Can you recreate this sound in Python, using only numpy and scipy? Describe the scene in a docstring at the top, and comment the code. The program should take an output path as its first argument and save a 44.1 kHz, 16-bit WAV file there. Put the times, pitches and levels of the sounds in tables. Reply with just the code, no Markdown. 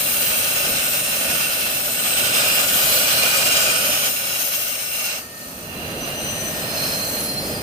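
"""In a workshop, on a slatted table, an oxyacetylene torch cuts a steel block.
The turbulent oxygen jet hisses through the kerf and excites its air resonances; the sound turns
hollow by interference as the welder leans in. Once the lever is let go, only the preheat flame
burns: it roars against the steel, and thin edge tones come and go as the tip moves."""
import sys
import numpy as np
from scipy import signal
from scipy.fft import rfft, irfft, next_fast_len
from scipy.io import wavfile
from scipy.ndimage import map_coordinates

SR = 44100
rng = np.random.default_rng(int(sys.argv[2]) if len(sys.argv) > 2 else 0)


def generate_wav(sig):
    """Save sig (samples, or channels by samples) to the path in sys.argv[1] as 16-bit PCM at SR."""
    pcm = np.round(np.clip(np.atleast_2d(sig).T, -1, 1) * 32767).astype(np.int16)
    wavfile.write(sys.argv[1], SR, pcm)


N = 336042
BAND_LIMIT_HZ = 15520

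# Strength of the jet in the kerf and at the tip: time_s, rush_db, hiss_db
JET_LEVELS = [(0.0, -28, -24.5), (0.45, -26, -25.5), (0.7, -24.5, -27), (0.9, -28, -28), (1.35, -25, -30),
              (1.85, -29.5, -28), (2.45, -21.5, -28.5), (2.7, -23.5, -24), (2.92, -23, -22.5),
              (3.15, -22.0, -28), (3.6, -22.0, -29.5), (4.085, -26, -27), (4.12, -31, -28.5),
              (4.33, -29.5, -31), (4.4, -29.0, -26), (4.9, -33, -31.5), (5.04, -29, -29.5),
              (5.14, -28, -39)]
# The jet's shrill band: time_s, centre_hz, level_db
SHRILL_BAND = [(0.0, 8600, -32.5), (1.36, 8750, -31.5), (1.79, 8680, -36.5), (2.1, 8400, -29),
               (2.83, 8160, -32.5), (3.75, 8650, -29.5), (3.9, 9050, -33.5), (4.3, 8900, -37),
               (5.1, 8500, -38)]
# The half-whistling ring of the cut: time_s, centre_hz, level_db
CUT_RING = [(0.0, 2740, -38), (0.65, 2680, -29), (1.0, 2720, -32), (1.35, 2717, -30.5), (1.72, 2720, -31),
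            (1.82, 2720, -41), (2.22, 2734, -30.5), (2.5, 2764, -25), (2.85, 2816, -33.5),
            (3.15, 2798, -33), (3.55, 2783, -26.5), (4.09, 2760, -32.5), (4.14, 2760, -33.5),
            (4.85, 2765, -37.5), (5.12, 2740, -32)]
# Spectra of the jet's rush and hiss: frequency_hz, density_db
JET_RUSH_SPECTRUM = [(300, -57), (520, -16), (760, -3), (980, -7), (1250, 0.5), (1750, -1.5), (1930, -1),
                     (2200, 1.5), (2500, 2.5), (3150, 4.5), (3550, -1.5), (3900, -0.5), (4550, -2),
                     (5500, -0.5), (7100, -3.5), (9500, -5)]
JET_HISS_SPECTRUM = [(2500, -17), (4000, -6.5), (5500, -6.5), (7100, -4), (7550, -12), (9000, -0.5),
                     (9900, -1), (10800, 1), (13200, 3.5), (15000, 5.5), (16000, -5)]
def cutting_jet(hiss_pan_db):
    """Jet turbulence radiates broadband noise and drives the kerf; molten slag makes it sputter."""
    rush_db, hiss_db = curves(JET_LEVELS)
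    shrill_hz, shrill_db = curves(SHRILL_BAND)
    ring_hz, ring_db = curves(CUT_RING)
    sputter_db = .35 * wobble(22) + .3 * wobble(70)
    kerf = kerf_resonances(rush_db)
    ring = amp(ring_db + 0.88 * wobble(24.97)) * panned(-6.5) * resonance(ring_hz, width_hz=74)
    rush_gain = amp(2.5 + 1.24 * wobble(48))
    rush = rush_gain * turbulence(JET_RUSH_SPECTRUM, echo_share=1.0, patch_hz=191, patch_s=0.78)
    hiss_gain = amp(hiss_db + 3.0 + 1.05 * wobble(32)) * panned(hiss_pan_db)
    hiss = hiss_gain * turbulence(JET_HISS_SPECTRUM, echo_share=0.82, patch_hz=345, patch_s=0.22)
    shrill_gain = amp(shrill_db + 3.5 + 1.14 * wobble(30)) * panned(2.7)
    shrill = shrill_gain * resonance(shrill_hz + 50 * wobble(9), width_hz=480)
    return amp(sputter_db) * (amp(rush_db) * (rush + kerf) + ring + hiss + shrill)


# Air modes in the kerf and under the block:
# centre_hz, width_hz, level_db, rush_slope (dB per dB), hollow_slope (dB per dB), pan_db
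KERF_MODES = [(595, 88, -10, 0.05, 0.77, -0.5), (1242, 64, -17.5, 0, 0.7, -19),
              (1464, 73, -11, 0.15, 0.4, -21), (2208, 75, -18.5, -1, -0.5, 0),
              (2443, 47, -10.5, 1.1, 1.5, 6), (4030, 120, -12, -0.5, 0, 4), (4920, 220, -19, 1.9, -0.5, 17),
              (5386, 170, -13.5, -1, 1.3, 6), (6375, 290, -16, -0.5, 0.5, -2)]
# How strongly the space under the block rings: time_s, hollow_db
HOLLOWNESS = [(0.0, -5), (0.65, -2), (2.6, -2.5), (3.2, -0.5), (3.75, 1.5), (4.1, -2), (5.1, -2)]
def kerf_resonances(rush_db):
    """Cavity resonance: a harder rush favours some air modes, a softer one others."""
    hollow_db = curves(HOLLOWNESS)[0] + flare_db() / 2
    drive_db = rush_db + 25  # excess over the usual rush of -25 dB
    modes = 0
    for hz, width_hz, level_db, rush_slope, hollow_slope, pan_db in KERF_MODES:
        mode_db = level_db + rush_slope * drive_db + hollow_slope * hollow_db + 1.3 * wobble(30)
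        modes += amp(mode_db) * panned(pan_db) * resonance(hz, width_hz)
    return modes


# Bands that fade or swell as the welder leans over the jet: centre_hz, width_hz, change_db
INTERFERENCE_BANDS = [(3560, 200, -3.5), (5300, 600, 3), (5860, 260, -9), (6300, 630, 4.5), (7200, 260, -4),
                      (9900, 450, -5)]
def lean_interference(jet):
    """Interference: as the welder leans in, sound paths cancel in some bands and add in others."""
    change = sum((amp(db) - 1) * signal.lfilter(*signal.iirpeak(hz, hz / width_hz, fs=SR), jet)
                 for hz, width_hz, db in INTERFERENCE_BANDS)
    return jet + swell(3.8, np.inf, fade_s=1.7) * change


FREE_AIR_RUSH_DB, FREE_AIR_HISS_DB = -45.5, -39.5
# What the flame adds as it plays on the steel: time_s, rush_db, hiss_db
FLAME_ON_STEEL = [(5.23, -50, -62), (5.64, -46.5, -57), (5.74, -40.5, -42), (5.87, -39.5, -40),
                  (6.36, -37, -36), (6.93, -33, -28), (7.38, -39.5, -34.5), (7.6, -38, -35)]
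# Spectra of the flame's rush and hiss: frequency_hz, density_db
FLAME_RUSH_SPECTRUM = [(400, -11.5), (600, 9.5), (800, -3), (1200, 2), (2300, 1), (2700, 4), (3200, -0.5),
                       (3600, -4), (4150, -2), (5300, -25)]
FLAME_HISS_SPECTRUM = [(3000, -31), (4300, 3), (5400, 6), (6100, 0.5), (6600, 5.5), (7700, 4), (8850, 10),
                       (9400, 3), (10500, 5.5), (11800, 8), (12900, 7.5), (15400, 10)]
# Airy bands of the flame on the block's edge: start_s, end_s, centre_hz, width_hz, level_db, pan_db
EDGE_BANDS = [(5.1, 7.8, 1265, 90, -49.5, -7), (5.2, 6.6, 6030, 70, -48, -2),
              (6.698, 7.75, 4315, 60, -41, -5), (6.75, 7.25, 11860, 170, -36, 5),
              (6.55, 7.2, 8400, 50, -45, 2), (6.55, 7.1, 9630, 45, -45, 2)]
def preheat_flame(hiss_pan_db):
    """Incoherent sources add in power: the free flame's noise plus that of its impact on the steel."""
    rush_db, hiss_db = curves(FLAME_ON_STEEL)
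    rush_level = np.hypot(amp(FREE_AIR_RUSH_DB), amp(rush_db + 5.5))
    hiss_level = np.hypot(amp(FREE_AIR_HISS_DB), amp(hiss_db + 1.0))
    rush = rush_level * turbulence(FLAME_RUSH_SPECTRUM, echo_share=1.0, patch_hz=120, patch_s=1.14)
    hiss_gain = hiss_level * amp(1.2 * wobble(12)) * panned(hiss_pan_db)
    hiss = hiss_gain * turbulence(FLAME_HISS_SPECTRUM, echo_share=1.0, patch_hz=150, patch_s=0.85)
    edge = sum(amp(db) * swell(start_s, end_s, fade_s=0.22) * panned(pan_db) * resonance(hz, width_hz)
               for start_s, end_s, hz, width_hz, db, pan_db in EDGE_BANDS)
    tones = (hiss_level / amp(FREE_AIR_HISS_DB)) ** 0.54 * tip_tones()  # 0.54 dB per dB of hiss
    return amp(0.93 * wobble(11)) * (rush + hiss + edge + tones)


# Loud whistles of the tip: start_s, end_s, pitch_hz, level_db, pan_db, stereo_phase_rad
TIP_WHISTLES = [(2.87, 3.017, 4195, -29, -10, 1.4), (3.12, 3.29, 4195, -29, -13, 1.4),
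                (5.69, 6.2, 2789, -38.5, -14, 2.2), (6.12, 6.38, 2789, -36, -1, 2.6),
                (6.02, 6.7, 3025, -42, -12, 2), (5.9, 6.7, 4035, -44, -6, 2.1),
                (5.95, 6.4, 11693, -42, 12, 1.5), (6.04, 6.7, 8694, -38.5, 0, 0.4),
                (6.005, 6.085, 6056, -37.5, 4, 0.2), (6.18, 6.55, 6056, -31, 10, 0.2),
                (6.58, 6.97, 5150, -35.5, 0, 0.3), (6.68, 7.3, 4198, -35.5, -16, 0.86),
                (6.68, 7.18, 4167, -33.5, -13, 0.6), (7.27, 7.45, 4195, -30.5, -2, 1.65),
                (6.7, 7.1, 4496, -40, -14, 0.8), (6.68, 7.3, 6175, -38.5, 1, 1.7),
                (6.7, 7.2, 7230, -44, 9, 2.3), (6.7, 7.7, 9400, -45, 4, 1.5),
                (6.75, 7.52, 11090, -38.5, 2.5, 1.3), (7.21, 7.38, 11100, -31.5, 1, 1.8),
                (6.75, 7.5, 5580, -44, -1, 1.3), (7.26, 7.8, 4800, -39, 4, 0.4),
                (7.24, 7.8, 5135, -43, 3, 0.5)]
def tip_whistles():
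    """Flow feedback: as the torch moves, edge tones take hold and give way, the long ones slowly."""
    whistles = 0
    for start_s, end_s, hz, level_db, pan_db, phase_rad in TIP_WHISTLES:
        envelope = swell(start_s, end_s, fade_s=0.66 * (end_s - start_s))
        tone = edge_tone(hz, stray_hz=7.0, airy_db=-4.0, stereo_phase_rad=phase_rad)
        whistles += amp(level_db) * envelope * panned(pan_db) * tone
    return whistles


# Strength of the burning gas's roar: time_s, level_db
ROAR_LEVELS = [(0.0, -39), (2.0, -40.5), (2.22, -37), (3.86, -38), (4.18, -43.5), (4.79, -47.5),
               (5.42, -44), (5.85, -34), (7.09, -34), (7.58, -30.5)]
# Spectrum of the roar: frequency_hz, density_db
ROAR_SPECTRUM = [(12, -48), (20, -17), (91, -1), (129, 1), (255, 1), (310, -3.5), (410, -4), (550, -3),
                 (800, -8.5), (1040, -22.5), (1760, -120)]
def combustion_roar():
    """Combustion noise: burning gas rumbles against the steel, nearly alike on both sides."""
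    roar_db, = curves(ROAR_LEVELS)
    rumble = turbulence(ROAR_SPECTRUM, echo_share=0.31, patch_hz=200, patch_s=0.23)
    return amp(roar_db + 1.5 + flare_db()) * rumble


# Brief flares of the flame: time_s, boost_db
FLAME_FLARES = [(0.71, 6), (1.31, 5), (3.26, 1.5), (5.97, 2.5)]
def flare_db(half_length_s=0.062):
    """Unsteady burning: each flare lifts the level in a Gaussian pulse."""
    return sum(db * np.exp(-((clock() - time_s) / half_length_s) ** 2) for time_s, db in FLAME_FLARES)


# Swell and ebb of the gas tone: time_s, level_db
GAS_TONE_LEVELS = [(0.0, -48), (1.25, -45), (1.38, -43), (1.7, -44), (1.85, -56), (2.2, -53), (2.62, -36),
                   (3.0, -46), (5.17, -51.5), (5.26, -47), (5.42, -45), (5.47, -53), (5.61, -54),
                   (5.71, -45), (5.85, -50), (6.15, -54), (6.35, -40.5), (6.62, -39), (6.75, -47)]
def gas_tone():
    """Flow-induced oscillation: gas passing through the torch sings one thin, fairly clean note."""
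    level_db, = curves(GAS_TONE_LEVELS)
    return amp(level_db) * panned(-3) * edge_tone(hz=1828, stray_hz=4, airy_db=-7)


# Faint tones of the tip with the flame in free air: pitch_hz, level_db, pan_db
FAINT_TONES = [(4204, -49.5, -5), (4520, -56, -3), (4790, -53, -2), (6130, -49.5, 4), (8915, -50.5, -2),
               (11105, -54, 0)]
def tip_tones(drift_db=1.3):
    """Weak edge tones, more air noise than pitch, each drift in level independently."""
    return sum(amp(db + drift_db * wobble(3.6)) * panned(pan_db)
               * edge_tone(hz, stray_hz=10.97, airy_db=5.0) for hz, db, pan_db in FAINT_TONES)


def edge_tone(hz, stray_hz, airy_db, stereo_phase_rad=1.2):
    """Self-sustained oscillation: a core of straying pitch in a skirt of air noise, rms near 1."""
    phase = 2 * np.pi * np.cumsum(hz + stray_hz * wobble(30)) / SR
    offset = stereo_phase_rad + wobble(1.976) / 3  # the path difference to the microphones drifts
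    core = unit(np.cos([phase, phase + offset])) * amp(2.5 * wobble(32))
    air = amp(airy_db) * resonance(hz, width_hz=22, skirt=8.7)
    return (core + air) / np.hypot(1, amp(airy_db))


def resonance(hz, width_hz, skirt=1, size=32768):
    """A noise-driven resonator rings in a narrow band, rms 1; a wide skirt makes it airy."""
    detune = np.fft.fftfreq(size, N / SR / size) / width_hz
    drive = rng.standard_normal((2, size, 2)) @ [1, 1j]
    ringing = np.fft.ifft(drive / ((1 + 1j * detune) * (1 + 1j * detune / skirt)))
    envelopes = np.array([np.interp(np.arange(N) * size / N, np.arange(size), r) for r in ringing])
    carrier = np.exp(2j * np.pi * np.cumsum(hz * np.ones(N)) / SR)
    return unit(stereo_pair((envelopes * carrier).real, np.mean(hz)))


# Left-right balance of the turbulent noise: frequency_hz, pan_db
STEREO_BALANCE = [(100, -3), (400, -2), (750, 1), (1100, -10.5), (1600, -2), (2100, -2), (4200, -4),
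                  (5200, 0.5), (7700, 3), (10000, 0.5)]
def turbulence(spectrum, echo_share, patch_hz, patch_s):
    """Comb filtering: echoes off the slats leave drifting patches in the treble of flow noise, rms 1."""
    hz, time_s, noise = signal.stft(rng.standard_normal((3, N)), SR, nperseg=1024)
    across_bands = np.fft.fftfreq(len(hz), hz[1])[:, None] * patch_hz
    across_time = np.fft.fftfreq(len(time_s), time_s[1]) * patch_s
    scatter = rng.standard_normal((2, len(hz), len(time_s), 2)) @ [1, 1j]
    combs = unit(np.fft.ifft2(scatter * np.exp(-across_bands ** 2 - across_time ** 2)))
    share = (echo_share * hz ** 2 / (hz ** 2 + 2600 ** 2))[:, None]  # long waves pass the slats
    combed = np.sqrt(1 - share) * noise[:2] + np.sqrt(share) * combs * noise[2]
    in_band = hz < BAND_LIMIT_HZ + hz[2]
    colour = amp(along(spectrum, hz)) * panned(along(STEREO_BALANCE, hz)) * in_band
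    _, sound = signal.istft(stereo_pair(combed, hz[:, None]) * colour[:, :, None], SR, nperseg=1024)
    return unit(sound[:, :N])


# Likeness of the sound at the two microphones: frequency_hz, correlation
STEREO_CORRELATION = [(100, .97), (600, .95), (850, .7), (1150, -.4), (1600, -.3), (2100, -.65), (2450, 0),
                      (2700, .1), (15000, 0)]
def stereo_pair(noises, hz):
    """Spatial coherence: two noises, mixed as mid and side, set how alike left and right are."""
    angle = np.arccos(along(STEREO_CORRELATION, hz)) / 2
    mid, side = noises[0] * np.cos(angle), noises[1] * np.sin(angle)
    return np.array([mid + side, mid - side])


def panned(pan_db):
    """Constant-power gains; pan_db is the left level minus the right."""
    pair = amp(np.array([np.atleast_1d(pan_db), -np.atleast_1d(pan_db)]) / 2)
    return pair / np.sqrt(np.mean(pair ** 2, axis=0))


def swell(start_s, end_s, fade_s):
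    """A raised-cosine rise around start_s and fall around end_s."""
    inside = np.minimum(clock() - start_s, end_s - clock()) / fade_s
    return .5 + .5 * np.sin(np.pi * np.clip(inside, -.5, .5))


def wobble(rate_hz):
    """A smooth random curve with rate_hz knots a second."""
    knots = rng.standard_normal(1024)
    coarse_s = clock()[::64]
    return np.interp(clock(), coarse_s, map_coordinates(knots, [coarse_s * rate_hz], mode="wrap"))


def curves(rows):
    """One value per sample for each column after the time."""
    time_s, *columns = np.transpose(rows)
    return [np.interp(clock(), time_s, column) for column in columns]


def along(points, hz):
    """Interpolation on a logarithmic frequency axis."""
    point_hz, values = np.transpose(points)
    return np.interp(np.log(hz + 1), np.log(point_hz + 1), values)


def amp(db):
    """Decibels to gain."""
    return 10 ** (np.asarray(db) / 20)


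def unit(x):
    """Scaled to rms 1."""
    return x / np.sqrt(np.mean(np.abs(x) ** 2) + 1e-20)


def clock():
    """The time of every sample, in seconds."""
    return np.arange(N) / SR


LEVER_RELEASE_S, LEVER_CLOSING_S = 5.178, 0.022
# Where the hiss of jet and flame sits: time_s, pan_db
HISS_POSITION = [(0.0, 2.5), (1.74, 0.5), (2.6, 3.0), (3.89, -0.5), (5.06, 6.5), (5.57, 0), (6.27, 2),
                 (7.6, 0.5)]
def scene():
    """Superposition: the lever shuts off the jet, which yields to the flame over tones and roar."""
    oxygen = .5 - .5 * np.tanh((clock() - LEVER_RELEASE_S) / (2 * LEVER_CLOSING_S))
    hiss_pan_db, = curves(HISS_POSITION)
    jet = oxygen * lean_interference(cutting_jet(hiss_pan_db))
    flame = np.sqrt(1 - oxygen ** 2) * preheat_flame(hiss_pan_db)  # constant-power crossfade
    return jet + flame + tip_whistles() + gas_tone() + combustion_roar()


def record(dry):
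    """An ideal low-pass filter passes nothing above the band limit."""
    size = next_fast_len(N + SR // 2)
    in_band = np.fft.rfftfreq(size, 1 / SR) < BAND_LIMIT_HZ
    return irfft(rfft(dry, size) * in_band, size)[:, :N]


dry = scene()
out = record(dry)
generate_wav(out)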